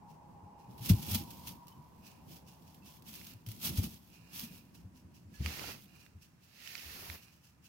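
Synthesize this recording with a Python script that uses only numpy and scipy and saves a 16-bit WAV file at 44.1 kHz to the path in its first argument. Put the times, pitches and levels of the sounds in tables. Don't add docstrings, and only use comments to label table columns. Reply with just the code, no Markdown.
import sys
import numpy as np
from scipy import signal
from scipy.fft import rfft, irfft
from scipy.io import wavfile

SR = 44100
rng = np.random.default_rng(int(sys.argv[2]) if len(sys.argv) > 2 else 0)


def unload_wav(signal):
    wavfile.write(
        sys.argv[1],
        SR,
        np.round(np.clip(np.atleast_2d(signal).T, -1, 1) * 32767).astype(np.int16),
    )


N = 338688
TIME = np.arange(N) / SR

# (start [s], length [s], straw [dB], boards [dB])
MOVES = [(0.706, 0.063, -67.5, -55.5), (0.831, 0.14, -50.5, -48), (0.99, .04, -52, -47.5),
         (1.072, 0.15, -51, -45), (1.281, 0.24, -58, -55), (1.59, 0.74, -74, -65.5),
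         (2.293, 0.077, -59.5, -59), (2.50, 0.29, -71, -73), (2.86, 0.11, -61, -77),
         (3.075, 0.24, -55, -58.5), (3.486, 0.092, -60.5, -55.5), (3.656, 0.21, -49, -44.5),
         (3.897, 0.06, -55.5, -60), (4.02, 0.13, -68.5, -78), (4.35, 0.082, -47, -61),
         (4.517, 0.065, -60.5, -58), (5.702, 0.14, -60.5, -82)]
# (frequency [Hz], level [dB])
SHUFFLE_COLOUR = [(20, 3), (45, -9), (70, -1.5), (110, -4.5), (175, 2.5), (250, -4), (330, -10),
                  (450, -21.5), (800, -27), (2000, -42.5)]


def from_db(db):
    return 10 ** (np.asarray(db) / 20)


def rms_one(x):
    return x / np.sqrt(np.mean(x ** 2) + 1e-20)


def in_time(rows):
    s, *columns = np.transpose(rows)
    return [np.interp(TIME, s, c) for c in columns]


def at_bins(points):
    hz, value = np.transpose(points)
    return np.interp(np.log(np.arange(N // 2 + 1) * SR / N + 1), np.log(hz), value)


def drift(rate):
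    knots = rng.standard_normal(N // 10)
    return np.interp(TIME * rate, np.arange(len(knots)), knots)


def white():
    return rng.standard_normal((2, N))


def add(track, s, sound):
    start = max(round(s * SR), 0)
    track[..., start:start + sound.shape[-1]] += sound[..., :N - start]


def ring(x, hz, t60):
    r, w = from_db(-60 / (t60 * SR)), 2 * np.pi * hz / SR
    return signal.lfilter([0, np.sin(w)], [1, -2 * r * np.cos(w), r * r], x + 1e-18)


def gesture(start, length, swell_s, decay_s):
    return np.exp(np.clip(np.minimum((TIME - start) / swell_s, (start + length - TIME) / decay_s), -20, 0))


def movement(start, length, swell_s=0.02, settle_db=-13.5):
    push = gesture(start, length, swell_s, decay_s=0.025)
    settling = from_db(settle_db) * gesture(start, length, swell_s, decay_s=0.13)
    return push ** 2 + settling ** 2


def colour(pair, spectrum, lean=1):
    # (frequency [Hz], left minus right [dB])
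    port_balance = [(60, 1), (200, 0), (380, -3), (700, -0.5), (1290, -3.5), (2400, -15.5), (4400, -11.5),
                    (8100, 4.5), (15000, 2)]
    # (frequency [Hz], correlation [0-1])
    likeness = [(60, 0.72), (150, 0.93), (300, 0.58), (650, 0.23), (1400, 0), (15000, 0.015)]
    mid, side = rfft(pair) * from_db(at_bins(spectrum))
    alike, sign = at_bins(likeness), np.array([[1], [-1]])
    ports = from_db(sign * lean * at_bins(port_balance) / 2)
    ports = ports / np.sqrt(np.mean(ports ** 2, axis=0))
    return rms_one(irfft(ports * (np.sqrt(1 + alike) * mid + np.sqrt(1 - alike) * sign * side), N))


def walls(count=30, echo=0.067):
    response = np.zeros((2, N))
    response[:, 0] = 1
    for port in response:
        port[(rng.uniform(.0006, .009, count) * SR).astype(int)] = echo * rng.choice([-1, 1], count)
    return rfft(response)


def grains(per_s, spread_db):
    sizes = from_db(spread_db * np.minimum(rng.exponential(1, N), 5))
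    clicks = white() * sizes * (rng.random(N) < per_s / SR)
    return irfft(rfft(clicks) * walls(), N)


def whine(hz, width_hz):
    narrow = signal.sosfilt(signal.butter(2, width_hz, fs=SR, output="sos"), white() + 1j * white())
    narrow = narrow + 0.22 * narrow[::-1]
    return rms_one(np.real(narrow * np.exp(2j * np.pi * np.cumsum(hz) / SR)))


def air(level_db=-66):
    # (frequency [Hz], level [dB])
    air_colour = [(20, -15), (80, 0.5), (170, -3), (400, -19.5), (1000, -19), (1700, -22), (2600, -27),
                  (3600, -33.5), (5500, -31.5), (8200, -33), (16000, -49)]
    return from_db(level_db) * colour(white(), air_colour, lean=0.19)


def tyres(core_db=-4.0, band_db=-4.5, road_db=-2.0, low_note_db=-62, waver_hz=8):
    # (time [s], tread level [dB], tread pitch [Hz], wash level [dB])
    fade = [(0, -64, 935, -61.5), (1.1, -61.5, 935, -57), (1.45, -58.5, 940, -60.5),
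            (1.75, -61.5, 975, -65.5), (2.3, -74.5, 974, -61.5), (3.0, -69, 978, -66),
            (3.3, -78, 965, -71.5), (5.0, -79, 960, -75.5), (6.4, -100, 960, -100)]
    # (frequency [Hz], level [dB])
    road_colour = [(100, 7.5), (300, 4), (600, 3), (900, 9.5), (1200, -4.5), (1600, -28), (3000, -64)]
    tread_db, hz, wash_db = in_time(fade)
    core = whine(hz + waver_hz * drift(rate=12), width_hz=14)
    tread = from_db(core_db) * core + from_db(band_db) * whine(hz * 1.04, width_hz=103)
    low_note = whine(831 + waver_hz * drift(rate=9.9), width_hz=13.6)
    low_note *= gesture(0, length=1.23, swell_s=0.1, decay_s=0.1)
    wash = colour(white(), road_colour)
    return from_db(tread_db) * tread + from_db(low_note_db) * low_note + from_db(wash_db + road_db) * wash


def sniffing(rest_db=-84.5, uneven_db=1.8):
    # (start [s], length [s], level [dB])
    rasps = [(0.613, 0.024, -81), (2.05, 0.086, -66), (3.136, 0.19, -65), (4.134, 0.3, -65.5),
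             (4.36, 0.2, -64.5), (5.884, 0.16, -65), (7.15, 0.13, -66)]
    # (frequency [Hz], level [dB])
    rasp_colour = [(1200, -13), (1750, -10.5), (2100, -16.5), (2440, -0.5), (2820, -4), (3250, -19),
                   (4100, -11.5), (5450, -13), (8000, -21), (15000, -18)]
    level = from_db(rest_db)
    for s, length, db in rasps:
        level = level + from_db(db) * gesture(s, length, swell_s=0.028, decay_s=0.063)
    level *= from_db(uneven_db * drift(rate=25))
    return level * colour(grains(per_s=7400, spread_db=1.5), rasp_colour)


def brushing(scrape_gain_db=5.0, drag_gain_db=2.0, hiss_gain_db=5.5, stutter_db=4.0):
    # (start [s], length [s], swell [s], full pressure at [s],
    # scrape [dB], drag [dB], hiss [dB])
    strokes = [(5.464, 0.25, 0.041, 5.57, -51.5, -51.5, -55), (6.675, 0.47, 0.084, 6.954, -57, -57.5, -56)]
    # (frequency [Hz], level [dB])
    scrape_colour = [(900, -15), (1500, -7.5), (1900, -1.5), (2200, -0.5), (2600, 2), (3400, -4.5),
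                     (4700, -2.5), (6300, -6.5), (8000, -15), (12000, -16)]
    drag_colour = [(40, 15.5), (70, 14), (200, 8), (400, 4.5), (750, 1.5), (1300, 1.5), (2200, -11),
                   (5000, -34)]
    hiss_colour = [(2500, -4), (5000, 1), (8300, -9), (10500, 0.5), (13000, 4.5), (16000, 0.5)]
    scrape = from_db(scrape_gain_db) * colour(grains(per_s=14000, spread_db=1.0), scrape_colour)
    drag = from_db(drag_gain_db + stutter_db * drift(rate=120)) * colour(white(), drag_colour)
    hiss = from_db(hiss_gain_db) * colour(white(), hiss_colour, lean=-0.44)
    scrape_fall, drag_rise, hiss_rise = 9, 60, 16
    out = 0
    for s, length, swell, pressed, scrape_db, drag_db, hiss_db in strokes:
        early = pressed - np.clip(TIME, s, pressed)
        friction = (from_db(scrape_db + scrape_fall * early) * scrape
                    + from_db(drag_db - drag_rise * early) * drag
                    + from_db(hiss_db - hiss_rise * early) * hiss)
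        out = out + gesture(s, length, swell, decay_s=0.036) * friction
    return out


def ticks(crack_db=-0.5, ring_db=0.5, overtone_db=-2.5, overtone_ratio=1.79, left_db=-12.0, right_db=3):
    # (time [s], level [dB], pitch [Hz], ring [s], crack share [0-1])
    events = [(1.719, -61, 3030, 0.015, 0.2), (2.821, -61.5, 2650, 0.02, .02),
              (3.214, -42, 2230, 0.0011, 0.61), (5.338, -58, 1695, 0.033, 0.1),
              (5.4612, -21, 2540, 0.00062, 0.45), (5.595, -29, 2600, 0.00062, 0),
              (5.641, -34.5, 780, 0.0019, .15), (6.064, -47.5, 2020, 0.0009, .5),
              (6.675, -34, 3020, 0.0012, 0.7), (6.7531, -27.5, 2450, 0.0011, 0.4),
              (6.779, -38, 3060, 0.0024, 0.5), (7.0998, -28.5, 2200, 0.001, 0.53)]
    out, t = np.zeros((2, N)), TIME[:SR // 8]
    band = signal.butter(2, [900, 7500], "band", fs=SR, output="sos")
    for s, db, hz, ring_s, share in events:
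        crack = signal.sosfilt(band, rng.standard_normal((2, len(t))) * np.exp(-t / .0011))
        phase = 2 * np.pi * hz * t
        overtone = from_db(overtone_db) * np.sin(overtone_ratio * phase) * np.exp(-t / 0.0035)
        envelope = np.exp(-t / ring_s) * (1 - np.exp(-t / (0.12 * ring_s)))
        tone = (np.sin(phase) + overtone) * envelope
        add(out, s, from_db(db) * (share * from_db(crack_db) * crack + from_db(ring_db) * tone))
    return out * from_db([[left_db], [right_db]])


def shuffle(gain_db=2.5, lumpy_db=3.0):
    # (time [s], level [dB])
    murmur = [(0, -64), (2.0, -64.5), (3.2, -60), (4.1, -64.5), (4.7, -60), (5.95, -62.5), (6.5, -73),
              (7.0, -70.5), (7.68, -71)]
    murmur_db, = in_time(murmur)
    moving = sum(from_db(db) ** 2 * movement(s, length) for s, length, _, db in MOVES)
    level = np.sqrt(from_db(murmur_db) ** 2 + moving)
    return level * from_db(gain_db + lumpy_db * drift(rate=18)) * colour(white(), SHUFFLE_COLOUR)


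def nibbling(swell_s=0.013, hold_s=0.0071, decay_s=0.045, crumble_db=2.5):
    # (time [s], level [dB])
    bites = [(0.10, -66), (0.60, -70), (2.057, -55.5), (2.318, -57), (2.488, -58.5), (2.675, -63),
             (2.874, -58), (3.072, -61), (4.13, -62), (4.751, -60.5), (4.955, -63.5), (5.149, -62.5),
             (5.345, -61.5), (6.005, -60), (6.227, -61.5), (6.434, -64.5), (7.225, -61.5), (7.333, -65.5),
             (7.444, -61.5), (7.646, -63)]
    # (frequency [Hz], level [dB])
    bite_colour = [(600, -26), (1700, -5.5), (2100, -10.5), (2650, 4.5), (3500, -4.5), (5500, 1.5),
                   (8300, -8), (11000, -5.5), (13500, -5.5), (16000, -3.5)]
    envelope, t = np.zeros(N), TIME[:SR // 2] - .08
    shape = np.exp(np.minimum(np.minimum(t / swell_s, (hold_s - t) / decay_s), 0))
    for s, db in bites:
        add(envelope, s + t[0], from_db(db) * shape)
    envelope *= from_db(crumble_db * drift(rate=91))
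    return envelope * colour(grains(per_s=10000, spread_db=2.0), bite_colour, lean=0.75)


def thumps(boards_db=-4.0, far_port_db=-1.7, scuff_db=-15.5):
    # (time [s], level [dB], pitch [Hz], swell [s])
    landings = [(0.101, -52.5, 153, 0.023), (0.434, -45.5, 94, 0.0099), (0.676, -47.5, 123, 0.017),
                (0.806, -36.5, 119, 0.011), (0.900, -14.5, 182, 0.006), (0.912, -12.5, 102, 0.0058),
                (0.933, -20, 108.6, 0.0077), (1.112, -29, 95, 0.017), (1.153, -26, 213, 0.0056),
                (1.786, -47, 155, 0.012), (3.079, -49.5, 213, 0.014), (3.346, -43.5, 107, 0.009),
                (3.471, -35.5, 110, 0.015), (3.689, -47, 214, 0.011), (3.784, -19.5, 89.6, 0.0075),
                (3.826, -42, 228.6, 0.02), (4.429, -39.5, 227, 0.0097), (4.846, -42.5, 95, 0.011),
                (5.047, -49.5, 83.6, 0.014), (5.245, -49.5, 93, 0.019), (5.4, -30.5, 72, 0.012),
                (5.404, -32.5, 131, 0.0073), (5.443, -31, 77, 0.02), (6.149, -47.5, 88, 0.015),
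                (6.849, -49.5, 73.5, 0.018), (7.088, -43.5, 82, 0.02)]
    # (frequency [Hz], t60 [s], level [dB])
    floor_modes = [(65.7, 0.19, -9), (93.5, 0.25, -22), (167, 0.12, -20), (225.3, 0.33, -26),
                   (325, 0.16, -29), (380, 0.11, -60)]
    wood, blows, pressure = np.zeros((3, N))
    t = TIME[:SR // 3]
    for s, db, hz, swell in landings:
        envelope = from_db(db) * (t / swell * np.exp(1 - t / swell)) ** 1.3
        add(wood, s, envelope * np.sin(2 * np.pi * hz * t))
        add(pressure, s, envelope)
        add(blows, s, from_db([db]))
    for hz, t60, db in floor_modes:
        wood += from_db(db + boards_db) * ring(blows, hz, t60)
    scuff = from_db(scuff_db) * pressure * colour(white(), SHUFFLE_COLOUR)
    return wood * from_db([[0], [far_port_db]]) + scuff


def straw(rest_db=-84, stir_db=0.9, flutter_db=1.0, snap_db=-7.0, snap_s=0.004, tail_s=0.041):
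    # (time [s], level [dB], swell [s])
    crunches = [(0.864, -37.5, 0.021), (0.895, -26, 0.0048), (1.029, -41, .008), (1.113, -35.5, 0.036),
                (1.149, -28.5, 0.009), (1.477, -43, 0.013), (2.365, -53.5, .004), (3.086, -47.5, 0.0064),
                (3.155, -45.5, 0.005), (3.268, -49, 0.0048), (3.653, -31.5, 0.02), (3.672, -34, 0.024),
                (3.778, -36.5, 0.0087), (3.840, -39, 0.0085), (4.394, -43.5, 0.018), (4.439, -44, 0.014)]
    # (time [s], level [dB], tail relative to the snap [dB])
    snaps = [(0.7793, -45.5, -3.5), (1.1463, -25.5, -5), (1.3064, -36.5, -9), (1.4716, -36, -2.5),
             (1.6691, -44, -22), (1.681, -41.5, -10.5), (1.8856, -62, -20), (2.745, -46.5, -10),
             (3.0222, -45, -22), (3.1388, -36.5, -5.5), (3.464, -38, -8.5), (3.487, -35.5, -7),
             (3.5163, -32, -15), (3.8524, -36, -19), (4.3321, -42.5, -6), (4.5785, -46, -12)]
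    # (frequency [Hz], level [dB])
    straw_colour = [(200, -21), (450, -11.5), (900, -3.5), (1700, -7), (2200, -1.5), (2800, 4.5), (3600, 2),
                    (5400, 3), (8300, -4.5), (10500, -0.5), (13000, 4.5), (15800, 2)]
    sliding = sum(from_db(db) ** 2 * movement(s, length) for s, length, db, _ in MOVES)
    power = (from_db(rest_db) ** 2 + sliding) * from_db(stir_db + flutter_db * drift(rate=92)) ** 2
    t = TIME[:SR // 2] - 1 / 4
    for s, db, swell in crunches:
        decay_s = 0.013 + 0.45 * swell
        crunch = from_db(db) * np.exp(np.minimum(t / swell, -t / decay_s))
        add(power, s + t[0], crunch ** 2)
    t = TIME[:SR // 4]
    for s, db, tail_db in snaps:
        snap = np.exp(-t / snap_s) ** 2 + (from_db(tail_db) * np.exp(-t / tail_s)) ** 2
        add(power, s, from_db(db + snap_db) ** 2 * snap)
    gives_way = rng.random(N) < 35 / SR
    slips = signal.lfilter([1], [1, -np.exp(-1 / (.002 * SR))], gives_way + 1e-18)
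    crackle = grains(per_s=14000, spread_db=1.5) * (1 + slips)
    return np.sqrt(power) * colour(crackle, straw_colour, lean=0.78)


def scene():
    hush = air()
    rabbits = straw() + nibbling() + thumps() + shuffle()
    return rabbits + sniffing() + brushing() + ticks() + tyres() + hush


def record(dry, low_cut_hz=59, high_cut_hz=15900):
    hz = np.arange(N // 2 + 1) * SR / N
    bass_loss = np.maximum(1 / np.sqrt(1 + (low_cut_hz / (hz + 1)) ** 14), .12)
    thinned = irfft(rfft(dry) * bass_loss, N)
    return signal.sosfilt(signal.ellip(12, .1, 90, high_cut_hz, fs=SR, output="sos"), thinned)


dry = scene()
out = record(dry)
unload_wav(out)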